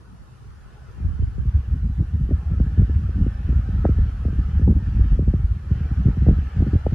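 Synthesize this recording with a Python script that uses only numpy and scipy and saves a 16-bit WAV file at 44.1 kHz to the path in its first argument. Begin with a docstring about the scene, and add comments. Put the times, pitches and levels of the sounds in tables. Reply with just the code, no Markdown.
"""Desk fan and draught in a bare room

A soft, slowly swelling rush of air through the grille is noise with a shaped spectrum, above a faint hum.
After a second the draught buffets the microphone: a low rumble of band-limited turbulence comes in gusts,
and single eddies, tones of falling pitch, flap across the ports and break up into rough flurries.
The quickest eddies tear with short rasps of noise; a steady room tone lies beneath."""
import sys
import numpy as np
from scipy import signal
from scipy.fft import rfft, irfft
from scipy.io import wavfile
from scipy.ndimage import uniform_filter1d, minimum_filter1d

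SR = 44100
rng = np.random.default_rng(int(sys.argv[2]) if len(sys.argv) > 2 else 0)


def bounce(signal):
    """Save signal as a 16-bit WAV file at the path given by the first command-line argument."""
    frames = np.transpose(np.atleast_2d(signal))
    limited = np.clip(frames, -1, 1)
    pcm = np.round(limited * 32767).astype(np.int16)
    wavfile.write(sys.argv[1], SR, pcm)


N = 306054
TIME = np.arange(N) / SR

# relative strength of the plain draught on the microphone: t/s, level/dB
DRAUGHT_CURVE = [(0, -54.5), (.85, -48.5), (.94, -47), (1.01, -31), (1.65, -29), (2.3, -24), (3.4, -25),
                 (4.2, -26.5), (4.8, -23), (5.4, -24.5), (5.6, -32), (5.85, -29), (6.37, -25), (6.45, -30),
                 (6.62, -29), (6.92, -26)]
# strong eddies that hit the ports: t/s, relative ripple level/dB, pitch f/Hz, relative swing level/dB
STRONG_EDDIES = [(1.003, -27.5, 218.6, -41), (1.044, -33, 200.6, -15), (1.193, -30, 270.8, -18.5),
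                 (1.225, -27, 281, -28), (1.383, -24.5, 235.5, -22), (1.453, -35, 234.3, -15.5),
                 (1.84, -32, 212, -19), (2.003, -23.5, 252.9, -14), (2.025, -23.5, 262, -29),
                 (2.208, -39, 194.3, -14.5), (2.292, -23, 289, -37), (2.311, -16.5, 350, -19),
                 (2.321, -15.5, 281.3, -14.5), (2.513, -23.5, 251.4, -19), (2.54, -33, 378.6, -26.5),
                 (2.602, -22, 330.6, -8.5), (2.665, -26, 252, -16.5), (2.778, -21, 300.4, -28.5),
                 (2.792, -21, 215.2, -7), (2.82, -18.5, 280, -15), (2.898, -19.5, 249, -25),
                 (3.094, -26.5, 367.6, -24), (3.204, -26, 255, -13), (3.267, -13.5, 272, -28),
                 (3.493, -17, 264, -14.5), (3.529, -22.5, 258.6, -20), (3.691, -21, 258, -18),
                 (3.847, -14, 275, -31.5), (3.854, -8.5, 487.4, -9), (3.893, -14, 294.3, -8),
                 (3.988, -21, 264.2, -14), (4.254, -20.5, 351.6, -13), (4.285, -23, 319, -22),
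                 (4.331, -21, 262.8, -20), (4.39, -15, 237.6, -19), (4.598, -17, 289.4, -30),
                 (4.617, -20.5, 274, -16.5), (4.678, -12.5, 336.3, -7.5), (4.689, -11, 270.4, -15),
                 (4.705, -8.5, 224.6, -14.5), (4.727, -20, 278, -27), (4.996, -17.5, 279.3, -17.5),
                 (5.194, -13, 353, -14.5), (5.225, -18.5, 259, -17), (5.28, -11.5, 271.4, -14.5),
                 (5.34, -12.5, 328.8, -11.5), (5.711, -27, 258, -6.5), (5.807, -31, 281.2, -15.5),
                 (5.914, -22.5, 248.9, -12), (6.055, -21, 230.4, -5), (6.073, -16, 264.5, -20),
                 (6.085, -12.5, 264, -15.5), (6.173, -20, 261.6, -14.5), (6.223, -17.5, 276.5, -14.5),
                 (6.268, -13, 378.5, -11.5), (6.288, -5, 310.8, -6.5), (6.311, -17.5, 331.3, -13.5),
                 (6.331, -19, 285.6, -14.5), (6.386, -28.5, 330, -20.5), (6.564, -26, 238, -14.5),
                 (6.606, -16.5, 287.2, -12.5), (6.624, -14, 331, -12.5), (6.668, -15.5, 290, -23.5),
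                 (6.68, -18.5, 259.6, -15), (6.735, -12.5, 298, -18.5), (6.754, -10.5, 250.3, -13),
                 (6.867, -11.5, 500.7, -18.5), (6.925, -20, 275, -9.5)]


def from_db(db):
    """Logarithmic level: decibels to amplitude gain."""
    return 10 ** (np.asarray(db) / 20)


def rms_one(x):
    """Normalisation by the root mean square, to an rms of 1."""
    return x / np.sqrt(np.mean(x ** 2) + 1e-20)


def in_time(rows):
    """Linear interpolation: each column of a curve at every sample."""
    s, *columns = np.transpose(rows)
    return [np.interp(TIME, s, column) for column in columns]


def butter(x, edges_hz, kind, order=2):
    """Causal Butterworth filter: maximally flat passband."""
    return signal.sosfilt(signal.butter(order, edges_hz, kind, fs=SR, output="sos"), x)


def coloured_noise(spectrum):
    """Spectral shaping: white noise is given a density in dB per Hz, interpolated over log frequency."""
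    hz, level_db = np.transpose(spectrum)
    bins = np.maximum(np.fft.rfftfreq(N, 1 / SR), 1)
    gain = from_db(np.interp(np.log(bins), np.log(hz), level_db))
    return irfft(rfft(rng.standard_normal(N)) * gain, N) * np.sqrt(SR / 2)


def drift(rate):
    """Low-pass random process: chance of rms 1 that changes about rate times a second."""
    bins = np.fft.rfftfreq(N, 1 / SR)
    low_pass = 1 / (1 + (bins / rate) ** 2) ** 2
    return rms_one(irfft(rfft(rng.standard_normal(N)) * low_pass, N))


def wavering_tones(table):
    """Narrow-band noise: two random quadrature amplitudes make a line waver in strength and phase."""
    out = np.zeros(N)
    for hz, level_db, width_hz in table:
        phase = 2 * np.pi * hz * TIME
        line = drift(width_hz) * np.cos(phase) + drift(width_hz) * np.sin(phase)
        out += from_db(level_db) * line
    return out


def around(s):
    """Finite support: the samples computed for an eddy or tear at time s."""
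    return slice(max(int((s - .03) * SR), 0), int((s + .07) * SR))


def fan(air_db=-83.5):
    """Broadband flow noise and grille whistles follow the rush; the hum of motor and blades is steady."""
    # colour of the rush, common to both channels (mid): f/Hz, relative density level/dB per Hz
    rush_mid = [(150, -0.5), (400, 2.5), (600, -3.5), (780, 1), (950, -4), (1090, -9), (1260, 2.5),
                (1550, -0.2), (1830, -2.4), (2040, -9.5), (3050, -10.5), (3500, -18), (5000, -22),
                (7000, -29), (9000, -47.5), (14000, -30)]
    # colour of the rush, opposed between the channels (side): f/Hz, relative density level/dB per Hz
    rush_side = [(150, -3.5), (450, -19), (720, -18), (890, -13), (1060, 2.5), (1350, -6.5), (1750, -8),
                 (2150, -15), (3000, -13), (3800, -23.5), (5200, -22), (7000, -28.5), (10000, -38),
                 (14000, -35)]
    # faint whistles of the grille: f/Hz, level relative to the rush gain/dB, width/Hz
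    whistles = [(1288, -67, 12), (1723, -70, 11), (1789, -76, 25), (2602, -80, 22)]
    # hum of motor and blades, in mid before the flicker: f/Hz, level/dB, width/Hz
    hum_lines = [(69.8, -54.5, 13), (121.2, -54.5, 29), (193.6, -66, 61), (433, -75.5, 170)]
    air = from_db(air_db) * np.array([room(coloured_noise(rush_mid)), room(coloured_noise(rush_side))])
    grille = np.array([wavering_tones(whistles), wavering_tones(whistles) / 2])
    hum = np.array([wavering_tones(hum_lines), wavering_tones(hum_lines) / 2])
    return rush_strength() * (air + grille) + hum


def rush_strength(wander_db=0.6, dip_edge_s=0.025):
    """Amplitude modulation: the rush swells quickly, then settles and wavers, with two brief dips."""
    # gain of the rush before wander and dips: t/s, level/dB
    rush_curve = [(0, -15.5), (.6, -9.5), (1.05, -6.5), (2.05, -6), (2.7, -2.5), (3.9, 0.1), (5.2, .5),
                  (6.94, 1.9)]
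    # brief dips that begin to recover: start t/s, end t/s, first depth/dB, last depth/dB
    rush_dips = [(4.638, 4.827, 6, 2), (5.178, 5.696, 5, 4)]
    level_db = in_time(rush_curve)[0] + wander_db * drift(6)
    for start, end, first_db, last_db in rush_dips:
        depth_db = np.interp(TIME, [start, end], [first_db, last_db])
        inside_s = np.minimum(TIME - start, end - TIME)
        level_db = level_db - depth_db * np.clip(.5 + inside_s / dip_edge_s, 0, 1)
    return from_db(level_db)


def room(x, count=24, reflection_db=-20, t60_s=.35):
    """Comb interference: echoes of bare floor, door and walls ripple the spectrum; the power is kept."""
    delays_s = rng.uniform(0.0029, .06, count)
    signs = rng.choice([-1, 1], count)
    gains = signs * from_db(reflection_db - 60 * delays_s / t60_s)
    echoes = sum(gain * np.roll(x, int(delay * SR)) for gain, delay in zip(gains, delays_s))
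    return (x + echoes) / np.sqrt(1 + np.sum(gains ** 2))


def room_tone():
    """Stationary noise: room tone and hiss, independent in mid and side."""
    # spectrum of the room tone before the flicker: f/Hz, density level/dB per Hz
    tone_spectrum = [(25, -104), (100, -71), (280, -88), (420, -90), (700, -99), (1100, -91.5), (1500, -97),
                     (2200, -108), (5500, -109), (8000, -115), (11000, -114), (14000, -124)]
    return np.array([coloured_noise(tone_spectrum), coloured_noise(tone_spectrum)])


def flicker(x, spread_db=2.7):
    """Short-time spectral modulation: the sound flickers in small patches of time and frequency."""
    spectra = signal.stft(x, nperseg=1024)[2]
    patches = uniform_filter1d(rng.standard_normal(spectra.shape), size=3, axis=-2)  # along frequency
    patches = uniform_filter1d(patches, size=5, axis=-1)  # along time
    flickering = spectra * from_db(spread_db * rms_one(patches))
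    return signal.istft(flickering, nperseg=1024)[1][..., :N]


def lull_depth(lull_s=0.035):
    """Smooth sech-squared pulses: how far the draught has sunk, in dB."""
    # lulls in the draught: t/s, depth/dB (negative where it rises)
    lulls = [(1.14, 2), (1.33, 0), (1.65, 2.5), (2.09, 9.5), (2.469, 6.5), (2.72, 2.5), (3.129, 4),
             (3.45, 5), (4.11, 3), (4.191, -0.5), (5.68, 0), (5.78, -5.5), (6.15, -0.5), (6.498, 3.5),
             (6.822, 6.5)]
    depth = np.zeros(N)
    for s, depth_db in lulls:
        distance = np.minimum(np.abs(TIME - s) / lull_s, 10)
        depth += depth_db / np.cosh(distance) ** 2
    return depth


def wind_levels(steepness=4.33):
    """Addition of powers: gusts add bells to the draught; deep dB, flutter dB, plain draught's share."""
    # gusts: t/s, length/s, relative deep rumble level/dB, relative flutter level/dB
    gusts = [(0.128, 0.057, -44, -39.5), (0.208, 0.039, -43, -44), (0.492, 0.031, -38, -60),
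             (.61, .04, -43, -50), (1.075, 0.048, -22, -33), (1.231, 0.027, -20.5, -40),
             (1.483, 0.024, -16, -38), (1.562, 0.043, -14.5, -33), (1.74, 0.056, -15.5, -25.5),
             (1.847, 0.031, -17, -23), (2.003, 0.034, -17.5, -23.5), (2.148, 0.041, -22.5, -30),
             (2.515, 0.033, -21, -26), (2.625, 0.046, -17.5, -30), (2.805, 0.03, -7, -13.5),
             (2.959, 0.031, -16, -42), (3.211, 0.07, -19, -18.5), (3.547, 0.11, -20.5, -29.5),
             (3.734, 0.025, -21.5, -23.5), (3.807, 0.019, -19.5, -32), (3.925, 0.029, -18, -29),
             (4.012, 0.048, -12.5, -32.5), (4.568, 0.036, -13, -23), (4.647, 0.039, -13.5, -28),
             (4.699, 0.037, -11.5, -8.5), (4.786, .06, -25, -20), (4.886, .05, -25.5, -26),
             (4.959, 0.061, -17, -25.5), (5.015, 0.016, -8, -31), (5.142, 0.048, -16.5, -27.5),
             (5.295, 0.034, -11, -26.5), (5.443, 0.028, -16, -35), (5.516, 0.034, -20, -31.5),
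             (6.006, 0.032, -17, -19.5), (6.077, 0.045, -18.5, -15), (6.221, 0.031, -16.5, -27),
             (6.297, 0.066, -13.5, -19), (6.395, 0.019, -18.5, -32), (6.619, 0.073, -16.5, -22.5),
             (6.751, 0.022, -10.5, -16)]
    gust_deep_db, gust_flutter_db = -1.5, -2.5  # added to the table's levels
    flutter_under_db = 11  # small whirls against large ones, between gusts
    flutter_lull_growth = 1.9  # the small whirls die away further in a lull
    draught_db, = in_time(DRAUGHT_CURVE)
    lull_db = lull_depth()
    plain = from_db(draught_db - lull_db)
    deep = plain ** 2
    flutter = from_db(draught_db - flutter_under_db - flutter_lull_growth * lull_db) ** 2
    for s, length_s, deep_db, flutter_db in gusts:
        near = np.abs(TIME - s) < 2 * length_s
        bell = np.exp(-steepness * ((TIME[near] - s) / length_s) ** 2)
        deep[near] += bell * from_db(deep_db + gust_deep_db) ** 2
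        flutter[near] += bell * from_db(flutter_db + gust_flutter_db) ** 2
    return 10 * np.log10(deep), 10 * np.log10(flutter), plain / np.sqrt(deep)


def churn(low_hz, high_hz, even_s):
    """Band-limited turbulence, its short-time power made even over spans longer than even_s."""
    band = butter(rng.standard_normal(N + SR), [low_hz, high_hz], "band", order=3)[SR:]  # settled filter
    size = max(int(even_s * SR), 2)
    power = uniform_filter1d(uniform_filter1d(band ** 2, size), size)
    return band / np.sqrt(power + 1e-12)


def rumble():
    """Turbulent pressure on a port: between gusts it breaks into lumps, in each band by its own depth."""
    # wind in bands: low f/Hz, high f/Hz, share of the flutter curve/0-1, relative level/dB, lumpiness/dB
    wind_bands = [(45, 77.9, 0, 2, 3.5), (64.5, 113.4, 0.04, -6, 4), (121, 203.6, 0.95, -4, 4),
                  (192, 310, 1, -16.5, 6.5), (300, 550, 1, -37, 5)]
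    deep_db, flutter_db, calm = wind_levels()
    lumps = calm * drift(36)
    out = np.zeros(N)
    for low_hz, high_hz, share, level_db, lumpy_db in wind_bands:
        drive_db = deep_db + share * (flutter_db - deep_db)
        out += from_db(drive_db + level_db + lumpy_db * lumps) * churn(low_hz, high_hz, even_s=0.03)
    return butter(out, 17, "high")


def small_eddies(per_s=9, ripple_db=-3, spread_db=2, centre_hz=190.03, swing_db=8):
    """Random arrivals, one per equal interval, as strong as the draught allows; rows as STRONG_EDDIES."""
    count = int(per_s * N / SR)
    when, strength, pitch = rng.random((count, 3)).T
    s = (np.arange(count) + when) / count * N / SR
    draught_db, = in_time(DRAUGHT_CURVE)
    peak_db = np.interp(s, TIME, draught_db - lull_depth()) + ripple_db
    peak_db = peak_db + spread_db * (2 * strength - 1)
    hz = centre_hz * 2 ** ((pitch - .5) / 2)
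    return list(zip(s, peak_db, hz, peak_db + swing_db))


def eddies(glide_cycles=1.8, end_hz=62, level_db=-2.5, swing_level_db=-1.0, ragged=0.128, lead_cycles=1.5):
    """Frequency modulation: a quick small ripple slows into a big swing, a short, ragged, falling flap."""
    ripple_s, swing_s = 0.00095, 0.01  # swell of the ripple; time from it to the top of the swing
    out = np.zeros(N)
    wobble = np.exp(ragged * drift(417))
    rows = list(STRONG_EDDIES) + small_eddies()
    start_cycles = rng.random(len(rows))
    for (s, ripple_db, hz, swing_db), start in zip(rows, start_cycles):
        near = around(s)
        age = TIME[near] - s
        glide = np.exp(np.minimum(-age * hz, lead_cycles) / glide_cycles)
        pitch_hz = wobble[near] * (end_hz + (hz - end_hz) * glide)
        ripple = from_db(ripple_db + level_db) / np.cosh(age / np.where(age < 0, ripple_s, 2 / hz))
        grown = np.maximum(age, 0) / swing_s
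        swing = from_db(swing_db + swing_level_db) * (grown * np.exp(1 - grown)) ** 2  # top at grown = 1
        phase = 2 * np.pi * (start + np.cumsum(pitch_hz) / SR)
        out[near] += np.hypot(ripple, swing) * np.sin(phase)
    return out


def wakes(level_db=-22.0, growth=1.49, rise_s=0.0035, fall_s=0.012, low_hz=200, high_hz=470):
    """Turbulent breakdown: strong eddies become a rough flurry of whirls, more so the heavier the eddy."""
    out = np.zeros(N)
    for s, ripple_db, _, swing_db in STRONG_EDDIES:
        near = around(s)
        age = TIME[near] - s
        whirls = rms_one(butter(rng.standard_normal(len(age)), [low_hz, high_hz], "band", order=3))
        weight_db = (ripple_db + swing_db) / 2
        shape = 1 / np.cosh(age / np.where(age < 0, rise_s, fall_s))
        out[near] += from_db(level_db + growth * weight_db) * whirls * shape
    return out


def narrow_bass(side, start_s=1.418, fade_s=0.026, edge_hz=620):
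    """Mid-side stereo: with the wind set in, high-passing the side draws the bass into the centre."""
    centred = np.clip((TIME - start_s) / fade_s, 0, 1)
    return (1 - centred) * side + centred * butter(side, edge_hz, "high", order=10)


def tearing(spread=1.32, rise_s=0.00063):
    """Transient band noise: a rasp just under an octave wide starts sharply and tapers off."""
    # the quickest eddies tear at the rim of the port: t/s, level/dB, centre f/Hz, length/s
    tears = [(2.312, -39.5, 537, 0.0079), (2.601, -41, 537, 0.0025), (2.824, -45, 544, .003),
             (3.843, -45, 1520, .004), (3.851, -35.5, 1350, .0025), (3.863, -43, 1350, .004),
             (3.891, -35.5, 480, 0.0023), (4.252, -46, 520, .003), (4.678, -36.5, 655, 0.0035),
             (4.713, -40, 470, 0.0054), (5.279, -37.5, 463, .006), (6.266, -32.5, 628, 0.0037),
             (6.289, -34.5, 520, .004), (6.33, -40, 480, .003), (6.604, -42.5, 530, .004),
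             (6.625, -35.5, 540, 0.0032), (6.67, -42, 540, .003), (6.738, -43, 580, .003),
             (6.756, -39.5, 520, 0.0027), (6.869, -34.5, 800, 0.0012)]
    out = np.zeros(N)
    for s, level_db, hz, length_s in tears:
        near = around(s)
        age = TIME[near] - s
        shape = 1 / np.cosh(age / np.where(age < 0, rise_s, length_s))
        noise = butter(rng.standard_normal(len(age)), [hz / spread, hz * spread], "band", order=5)
        rasp = rms_one(shape * noise)
        out[near] += from_db(level_db) * rasp * np.sqrt(np.mean(shape ** 2))
    return out


def scene(eddy_side_db=-11):
    """Superposition: fan, room tone and wind on the ports add in mid and side, then left and right."""
    air_mid, air_side = flicker(fan() + room_tone())
    mid = air_mid + rumble() + eddies() + wakes() + tearing()
    # fresh draws make the wind differ between the two ports
    side = narrow_bass(air_side + rumble() / 2 + from_db(eddy_side_db) * eddies())
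    return np.array([mid + side, mid - side])


def record(dry, ceiling=.95, cutoff_hz=14000):
    """Gain reduction: a smooth limiter holds the biggest buffets under full scale; the top is cut."""
    allowed = ceiling / np.maximum(np.abs(dry).max(axis=0), ceiling)
    held = minimum_filter1d(allowed, size=801)
    gain = uniform_filter1d(uniform_filter1d(held, size=401), size=401)
    top_cut = signal.cheby2(12, 70, cutoff_hz, fs=SR, output="sos")  # 70 dB down from the cutoff upward
    return signal.sosfilt(top_cut, gain * dry)


dry = scene()
out = record(dry)
bounce(out)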